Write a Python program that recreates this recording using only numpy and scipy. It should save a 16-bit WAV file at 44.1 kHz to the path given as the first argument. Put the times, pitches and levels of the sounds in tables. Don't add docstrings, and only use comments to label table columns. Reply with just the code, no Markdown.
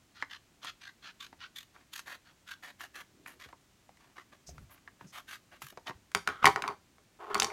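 import sys
import numpy as np
from scipy import signal
from scipy.fft import rfft, irfft
from scipy.io import wavfile
from scipy.ndimage import uniform_filter1d

SR = 44100
rng = np.random.default_rng(int(sys.argv[2]) if len(sys.argv) > 2 else 0)


def store_pcm(level_fs):
    pcm = np.round(np.clip(level_fs, -1, 1) * 32767).astype(np.int16)
    wavfile.write(sys.argv[1], SR, np.atleast_2d(pcm).T)


N = 331632
HZ = np.fft.rfftfreq(4096, 1 / SR)

# pitch_hz, level_db
HUSH_SPECTRUM = [(12, -41.5), (20, -11.5), (81, 0), (193, -7), (328, -9.5), (446, -19.5), (590, -12.5),
                 (759, -14), (2460, -16), (3440, -18), (4940, -19.5), (6910, -19), (9140, -24),
                 (10500, -27), (16000, -29.5)]
HUSH_DB = -67.5
# pitch_hz, level_db
RUMBLE_SPECTRUM = [(25, -28.0), (95, -7.0), (200, 1), (350, -1.5), (600, -12.5), (2000, -51.5)]
# pitch_hz, t60_s
ROOM_DECAY = [(150, 0.47), (500, 0.22), (1500, 0.22), (5000, 0.26), (10000, 0.24), (16000, 0.33)]
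# delay_s, level_db
NEAR_ECHOES = [(.0046, -17), (.0088, -12.5), (0.014, -14.5), (0.0224, -16.5)]
# pitch_hz, level_db
ECHO_SPECTRUM = [(2000, -7.5), (14000, -10.5)]

# start_s, length_s, centre_hz, level_db
ARM_BUMPS = [(3.06, 0.4, 298, -69), (3.455, 0.014, 312, -54), (3.455, 0.03, 84, -61),
             (4.475, 0.051, 70.4, -48.5), (4.5, 0.17, 45, -59.5), (4.5, .17, 118, -55.5),
             (5.01, 0.067, 169, -55), (5.62, 0.043, 129, -59), (5.892, 0.016, 121, -49.5),
             (5.94, 0.037, 82, -58)]
# start_s, length_s, centre_hz, level_db
BRUSHES = [(3.259, 0.008, 2340, -46.5), (4.462, 0.047, 5760, -52.5), (4.7, 0.058, 12100, -62.5),
           (5.062, 0.06, 5900, -62.5), (5.868, 0.0155, 3300, -44), (6.435, 0.016, 2500, -32.5)]

# pitch_hz, level_db, t60_s
TABLE_MODES = [(105, -4.5, 0.15), (160, -7, 0.17), (341, -14.5, .1), (379, 5, .09), (426, 1.5, 0.044),
               (586, -22, .08), (802, 5, 0.12), (916, -10, .18), (990, -7, 0.23), (1030, -8, .16),
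               (1125, -3.5, .16), (1277, -4, .16), (1550, -9, 0.26), (1716, -3.5, 0.091)]
# pitch_hz, level_db, t60_s
SCISSOR_MODES = [(1316, -5.5, .12), (1386, -1.5, 0.049), (1940, -2.5, 0.11), (2050, -2, 0.13),
                 (2236, 0.5, .13), (2290, 2.5, 0.085), (3190, 3, .06), (4400, 4, 0.024), (6330, -6, .015),
                 (8700, 2, 0.0076)]
# start_s, hardest_push_s, end_s, level_db
SLIDES = [(6.558, 6.578, 6.615, -37), (6.618, 6.665, 6.75, -37), (7.188, 7.32, 7.44, -38.5),
          (7.405, 7.428, 7.7, -40)]
# pitch_hz, level_db
SLIDE_SPECTRUM = [(40, -26.5), (200, -30), (400, 0), (560, -11), (800, -1.5), (1150, 1), (1600, -12),
                  (2400, -21), (3000, -23), (6000, -38), (16000, -49)]
# start_s, hardest_push_s, end_s, level_db
SCRAPES = [(6.258, 6.285, 6.385, -40), (6.365, 6.415, 6.43, -48.5), (6.418, 6.428, 6.442, -29),
           (7.305, 7.36, 7.43, -38.5)]
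# pitch_hz, level_db
HELD_STEEL_SPECTRUM = [(300, -15), (900, -13.5), (1330, 3.5), (1700, -13), (2100, -12),
                       (2600, -25), (3200, -15), (4500, -29), (12000, -48.5)]
PUSH_EDGE_S, PUSH_SWELL_DB = 0.012, 13

# start_s, level_db, hardness_db, ring_hz
KNOCKS = [(6.1493, 9, -3, 1470), (6.2751, 7, -9.5, 1350), (6.289, -3, -12, 2030), (6.4439, 18, -31, 990),
          (6.4558, 14.5, -2, 2140), (6.4628, 6.5, 0, 1390), (6.4692, 16.5, -28, 1050),
          (6.4754, 8.5, -6, 786), (6.5604, 5, -17, 1420), (6.6221, -0.5, -6.5, 1040),
          (6.6392, 2.5, -33, 1440), (6.6785, -1.5, -7.5, 1040), (6.6867, 0.5, -30.5, 1140),
          (6.9833, -24, -22, 654), (7.3452, 2.5, 1.5, 1450), (7.3538, 5.5, -22, 1103),
          (7.3799, -16, 0, 5800), (7.3996, 5.5, 2.5, 6070), (7.4214, 6, -4, 3550), (7.4302, -6, 5.5, 8160),
          (7.4452, -1.5, 1, 6100), (7.502, -11, -20, 2114)]
# start_s, level_db, hardness_db, ring_hz
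SNAPS = [(.2246, 1, -25, 1720), (.6471, -12.5, 3.5, 1150), (1.3281, -17, -29, 747),
         (1.7625, -19.5, -38, 1340), (1.9932, -13, 3.5, 1630), (2.8069, -11, -16, 1680),
         (3.2613, -14, -39, 1430), (3.2751, -28, 14, 1200), (3.5277, -16, -37, 1050),
         (3.8922, -26.5, -13, 790), (3.971, -31, 0, 1900), (4.1814, -14, -21, 1740),
         (4.4898, -26.5, -11, 690), (4.5806, -20, -13, 1400), (4.8764, -13, -32, 1620),
         (5.0108, -18, -42, 920), (5.6192, -10.5, -4, 1320), (5.7247, -25, -9, 705),
         (5.7737, -11.5, -15, 890), (5.8699, -7, -16, 2600), (5.8966, -8.5, -17, 1010),
         (5.9072, -8, -36, 1030), (6.117, -22, 2, 1610)]
# pitch_hz, level_db
CLICK_SPECTRUM = [(30, -25.5), (120, -4.5), (250, -5.5), (400, -1.5), (900, 0), (1700, -1.5), (2800, -5),
                  (7000, -8.5), (12000, -17.5), (16000, -27.5)]
SNAP_RASP_DB, SNAP_RASP_SHARE, KNOCK_RASP_DB, KNOCK_RASP_SHARE = 0, 0.35, 3, 0.64
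SNAP_BODY_HZ, SNAP_BODY_DB_PER_OCTAVE, KNOCK_BODY_DB = 1240, -15.5, -1

# start_s, length_s, level_db
RUSTLES = [(1.733, 0.12, -54.5), (3.472, 0.052, -50.5), (3.989, 0.15, -58), (4.152, 0.079, -44),
           (4.313, 0.055, -49), (4.689, 0.11, -52), (4.989, 0.074, -51), (5.508, 0.078, -46),
           (5.855, 0.06, -34.5)]
RUSTLE_BODY_DB, RUSTLE_RASP_DB, RUSTLE_FIZZ_DB = 14.5, -1.5, -4
RUSTLE_SHEET_HZ, RUSTLE_SWELL_DB, RUSTLE_GRIT_DB, RUSTLE_EDGE_S = 1140, -10.5, 3.5, 0.021

# pitch_hz, level_db
BLADE_SPECTRUM = [(100, -35.5), (330, -16.5), (480, -24.5), (700, -11), (900, -8.5), (1130, -2.5),
                  (1700, -1), (2400, -5.5), (3000, -5), (4300, -10.5), (5200, -15.5), (6500, -14.5),
                  (8300, -23), (13000, -21), (16000, -32)]
# pitch_hz, level_db
SLOWING_TILT = [(3500, 0.25), (10000, 0.6)]
SHEET_WIDTH_HZ = 180
# start_s, length_s, level_db, body_db, fizz_db
OPENINGS = [(0.134, .12, -45.5, -9, -9), (0.61, 0.11, -36, 3.5, -4), (1.013, 0.11, -41, 1.5, -9),
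            (1.384, 0.1, -40.5, -5, -17), (2.235, 0.096, -54, 11, -7)]
OPEN_RASP_DB, OPEN_SHEET_HZ, OPEN_SWELL_DB, OPEN_GRIT_DB, OPEN_EDGE_S = 5, 1440, 4, 2, 0.037
# start_s, length_s, level_db, paper between the blades (0-1), fizz_db,
# swell_db over the stroke, sheet_hz
CUTS = [(0.293, 0.088, -39.5, 0.49, -6.5, -7, 1620), (0.798, 0.12, -45, 0.49, -5, -7, 1710),
        (1.19, 0.094, -42, 0.27, 1, -4.5, 2400), (1.548, 0.1, -44.5, 0.07, 9.5, -17, 1900),
        (1.917, 0.097, -39.5, 0.22, 10.5, 0, 1600), (2.052, 0.12, -36, 0.96, 1, -4, 1800),
        (2.455, 0.09, -35.5, 0.48, 2, 17, 1520), (2.617, 0.11, -39, 0.98, 1, -5, 1780),
        (2.784, 0.093, -38.5, 0.88, 4.5, -5, 1800), (2.934, 0.1, -37.5, 0.95, 2.5, -3.5, 1710),
        (3.251, 0.11, -44.5, 1, 6.5, -15, 1820), (3.388, 0.085, -40.5, 0.77, 0.5, -3, 2290),
        (5.117, 0.1, -37, 0.81, 4, 6.5, 1250), (5.268, 0.11, -37.5, 0.68, 4.5, -1, 1540),
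        (5.604, 0.12, -47, 0.23, 15.5, -11, 1620)]
CUT_BODY_DB, CUT_RASP_DB, CUT_JUDDER_DB = (-22, 10), (9.5, -2), (7, 0.5)
CUT_EDGE_S = (0.016, 0.03)
CUT_GRIT_DB, JUDDER_HZ, JUDDER_SCATTER = 2.5, 51.9, 0.11

EDGE_HZ = 16050


def amp(db):
    return 10 ** (np.asarray(db) / 20)


def unit(x):
    return x / np.sqrt(np.mean(x ** 2) + 1e-20)


def read(points, hz=HZ):
    f, value = np.transpose(points)
    return np.interp(np.log(hz + 1), np.log(f), value)


def add(mix, s, sound):
    part = mix[max(round(s * SR), 0):][:len(sound)]
    part += sound[:len(part)]


def colour(x, db):
    mirrored_db = np.r_[db, db[-2:0:-1]]
    log_gain = np.log(amp(np.maximum(mirrored_db, -120)))
    taps = np.fft.ifft(np.exp(np.conj(signal.hilbert(log_gain)))).real
    return signal.fftconvolve(x, taps[:len(HZ)])


def resonance(hz, width, height):
    return 20 * np.log10(abs(1 + height / (1 + 2j * (HZ - hz) / width)))


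def tone(body_db, rasp_db, fizz_db):
    return read([(620, body_db), (1050, 0), (2100, 0), (3100, rasp_db), (5000, rasp_db), (10000, fizz_db)])


def wander(n, per_s):
    at = np.arange(n) * per_s / SR
    return np.interp(at, np.arange(len(HZ)), rng.standard_normal(len(HZ))) * np.sqrt(3 / 2)


def grains(n, per_s, spread_db):
    chance, size, sign = rng.random((n, 3)).T
    heights = amp(-spread_db * np.log(np.maximum(size, 0.02)))
    return unit((chance < per_s / SR) * heights * np.sign(sign - 0.5))


def ring(x, modes):
    t = np.arange(SR // 3) / SR
    answer = np.zeros(len(t))
    for k, (hz, db, t60) in enumerate(modes):
        answer += amp(db - 60 * t / t60) * np.sin(2 * np.pi * hz * t) * (-1) ** k / t60
    return signal.fftconvolve(x, answer * 2 * np.log(1000) / SR)[:N]


def background(rumble_db=-74, drift_db=1.3):
    hush = unit(colour(rng.standard_normal(N), read(HUSH_SPECTRUM))[:N])
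    rumble = unit(colour(rng.standard_normal(N), read(RUMBLE_SPECTRUM))[:N])
    return amp(HUSH_DB) * hush + rumble * amp(rumble_db + drift_db * wander(N, per_s=15))


def room(x, echo_db, tail_db, scatter_s=0.00032):
    n = SR // 2
    hz, t, bands = signal.stft(rng.standard_normal(n), SR, nperseg=256)
    decay = amp(-60 * t / read(ROOM_DECAY, hz)[:, None])
    tail = signal.istft(bands * decay, SR, nperseg=256)[1][:n]
    t = np.arange(n) / SR
    tail *= np.clip(t / 0.017, 0, 1) ** 2
    response = amp(tail_db) * tail / np.linalg.norm(tail)
    for delay, db in NEAR_ECHOES:
        patch = colour(rng.standard_normal(n) * np.exp(-t / scatter_s), read(ECHO_SPECTRUM))
        add(response, delay, amp(db + echo_db) * patch / np.linalg.norm(patch))
    return x + signal.fftconvolve(x, response)[:N]


def swishes(rows, octaves):
    out = np.zeros(N)
    for s, length, hz, db in rows:
        n = int(length * SR)
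        band = -20 * np.log10(1 + (np.log2((HZ + 1) / hz) / octaves) ** 2)
        band -= 10 * np.log10(np.mean(amp(band) ** 2))
        rub = rng.standard_normal(n) * signal.windows.tukey(n, 0.5)
        add(out, s, amp(db) * colour(rub, band))
    return out


def pressure(pushes):
    t = np.arange(N) / SR
    total = np.zeros(N)
    for start, top, end, db in pushes:
        gate = np.clip(np.minimum(t - start, end - t) / PUSH_EDGE_S, 0, 1)
        swell_db = np.interp(t, [start, top, end], [db - PUSH_SWELL_DB, db, db - PUSH_SWELL_DB])
        total += gate * amp(swell_db)
    return total


def sliding(table=0.6, scissors=0.44, judder_db=3):
    catches = grains(N, per_s=700, spread_db=0.5) * amp(judder_db * wander(N, per_s=110))
    rub = colour(catches, read(SLIDE_SPECTRUM))[:N]
    ringing = table * ring(rub, TABLE_MODES) + scissors * ring(rub, SCISSOR_MODES)
    return pressure(SLIDES) * unit(rub + ringing)


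def scraping(judder_db=3):
    catches = grains(N, per_s=2500, spread_db=0.5) * amp(judder_db * wander(N, per_s=200))
    return pressure(SCRAPES) * unit(colour(catches, read(HELD_STEEL_SPECTRUM))[:N])


def clicks(rows, shelves, contact_s, chatter, chatter_s, ring_width, thud_s, mirror_db, mirror_s=0.000899):
    out = np.zeros(N)
    t = np.arange(2048) / SR
    hz = np.fft.rfftfreq(len(t), 1 / SR)
    bass = 1 / (1 + (hz / 520) ** 4)
    fade = np.clip((t[-1] - t) / 0.014, 0, 1)
    lead = 20
    for s, db, hard_db, ring_hz in rows:
        fast, slow = rng.standard_normal((2, len(t)))
        delay = mirror_s * rng.uniform(0.8, 1.2)
        comb = (1 + amp(mirror_db) * np.exp(-2j * np.pi * hz * delay)) / np.hypot(1, amp(mirror_db))
        tick = rfft(fast * (np.exp(-t / contact_s) + chatter * np.exp(-t / chatter_s)))
        tick = tick / abs(tick) ** 0.5
        thud = rfft(slow * np.sqrt(t) * np.exp(-t / thud_s))
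        both = (1 - bass) * comb * tick / np.std(tick) + bass * thud / np.std(thud)
        contact = np.roll(irfft(both), lead) * fade
        ringing = resonance(ring_hz, ring_width * ring_hz, height=2.5)
        shape = read(CLICK_SPECTRUM) + shelves(hard_db, ring_hz) + ringing
        add(out, s - lead / SR, amp(db) * colour(contact, shape))
    return out


def knock_tone(hard_db, ring_hz):
    return tone(KNOCK_BODY_DB, KNOCK_RASP_DB + KNOCK_RASP_SHARE * hard_db, hard_db)


def knocking():
    knocks = clicks(KNOCKS, knock_tone, contact_s=0.00078, chatter=0.28, chatter_s=0.003,
                    ring_width=0.2, thud_s=0.011, mirror_db=-7)
    return knocks + amp(1.0) * ring(knocks, TABLE_MODES) + amp(-2.5) * ring(knocks, SCISSOR_MODES)


def snap_tone(hard_db, ring_hz):
    body_db = SNAP_BODY_DB_PER_OCTAVE * np.log2(ring_hz / SNAP_BODY_HZ)
    return tone(body_db, SNAP_RASP_DB + SNAP_RASP_SHARE * hard_db, hard_db)


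def snapping():
    return clicks(SNAPS, snap_tone, contact_s=0.00069, chatter=1.0, chatter_s=0.0042,
                  ring_width=0.18, thud_s=0.0032, mirror_db=-9.5)


def stroke(length, db, shelves, sheet_hz, swell_db, grit_db, edge_s, judder_db,
           fibres_per_s=1800, steel=0.63, lumpy_db=3.0):
    t = np.arange(0, length, 1 / SR)
    along = np.linspace(0, 1, len(t))
    gate = np.sin(np.pi / 2 * np.clip(np.minimum(t, t[-1] - t) / edge_s, 0, 1)) ** 2
    fibres = grains(len(t), fibres_per_s, spread_db=1.0)
    friction = fibres + steel * rng.standard_normal(len(t))
    catches = np.cumsum(1 + JUDDER_SCATTER * wander(len(t), per_s=JUDDER_HZ)) / SR - edge_s
    grit = grit_db * wander(len(t), per_s=234.5)
    judder = judder_db * np.cos(2 * np.pi * JUDDER_HZ * catches)
    slip = amp(grit + judder + swell_db * along)
    drive = amp(db) * gate * unit(friction * slip)
    sheet = read(BLADE_SPECTRUM) + shelves + resonance(sheet_hz, SHEET_WIDTH_HZ, height=1.03)
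    lumps = uniform_filter1d(rng.standard_normal((2, len(HZ))), size=20) * np.sqrt(20)
    first, last = lumpy_db * lumps
    slowing = read(SLOWING_TILT)
    turn = np.pi / 2 * along
    start = colour(drive * np.cos(turn) ** 2, sheet + first + slowing)
    end = colour(drive * np.sin(turn) ** 2, sheet + last - slowing)
    return start + end


def rustling():
    out = np.zeros(N)
    shelves = tone(RUSTLE_BODY_DB, RUSTLE_RASP_DB, RUSTLE_FIZZ_DB)
    for s, length, db in RUSTLES:
        add(out, s, stroke(length, db, shelves, RUSTLE_SHEET_HZ, RUSTLE_SWELL_DB,
                           RUSTLE_GRIT_DB, RUSTLE_EDGE_S, judder_db=0))
    return out


def opening():
    out = np.zeros(N)
    for s, length, db, body_db, fizz_db in OPENINGS:
        shelves = tone(body_db, OPEN_RASP_DB, fizz_db)
        add(out, s, stroke(length, db, shelves, OPEN_SHEET_HZ, OPEN_SWELL_DB,
                           OPEN_GRIT_DB, OPEN_EDGE_S, judder_db=0))
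    return out


def bite(pair, paper):
    bare, full = pair
    return bare + paper * (full - bare)


def cutting():
    out = np.zeros(N)
    for s, length, db, paper, fizz_db, swell_db, sheet_hz in CUTS:
        shelves = tone(bite(CUT_BODY_DB, paper), bite(CUT_RASP_DB, paper), fizz_db)
        add(out, s, stroke(length, db, shelves, sheet_hz, swell_db, CUT_GRIT_DB,
                           bite(CUT_EDGE_S, paper), bite(CUT_JUDDER_DB, paper)))
    return out


def scene():
    soft = swishes(ARM_BUMPS, octaves=0.45) + swishes(BRUSHES, octaves=0.28)
    on_table = sliding() + scraping() + knocking()
    in_hand = soft + snapping() + rustling() + opening() + cutting()
    table_in_room = room(on_table, echo_db=-4, tail_db=-13.5)
    hands_in_room = room(in_hand, echo_db=-5, tail_db=-17)
    return (background() + table_in_room + hands_in_room)[None]


def record(dry):
    low_pass = signal.firwin(511, EDGE_HZ, window=("kaiser", 9), fs=SR)
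    return signal.oaconvolve(dry, low_pass[None], "same")


dry = scene()
out = record(dry)
store_pcm(out)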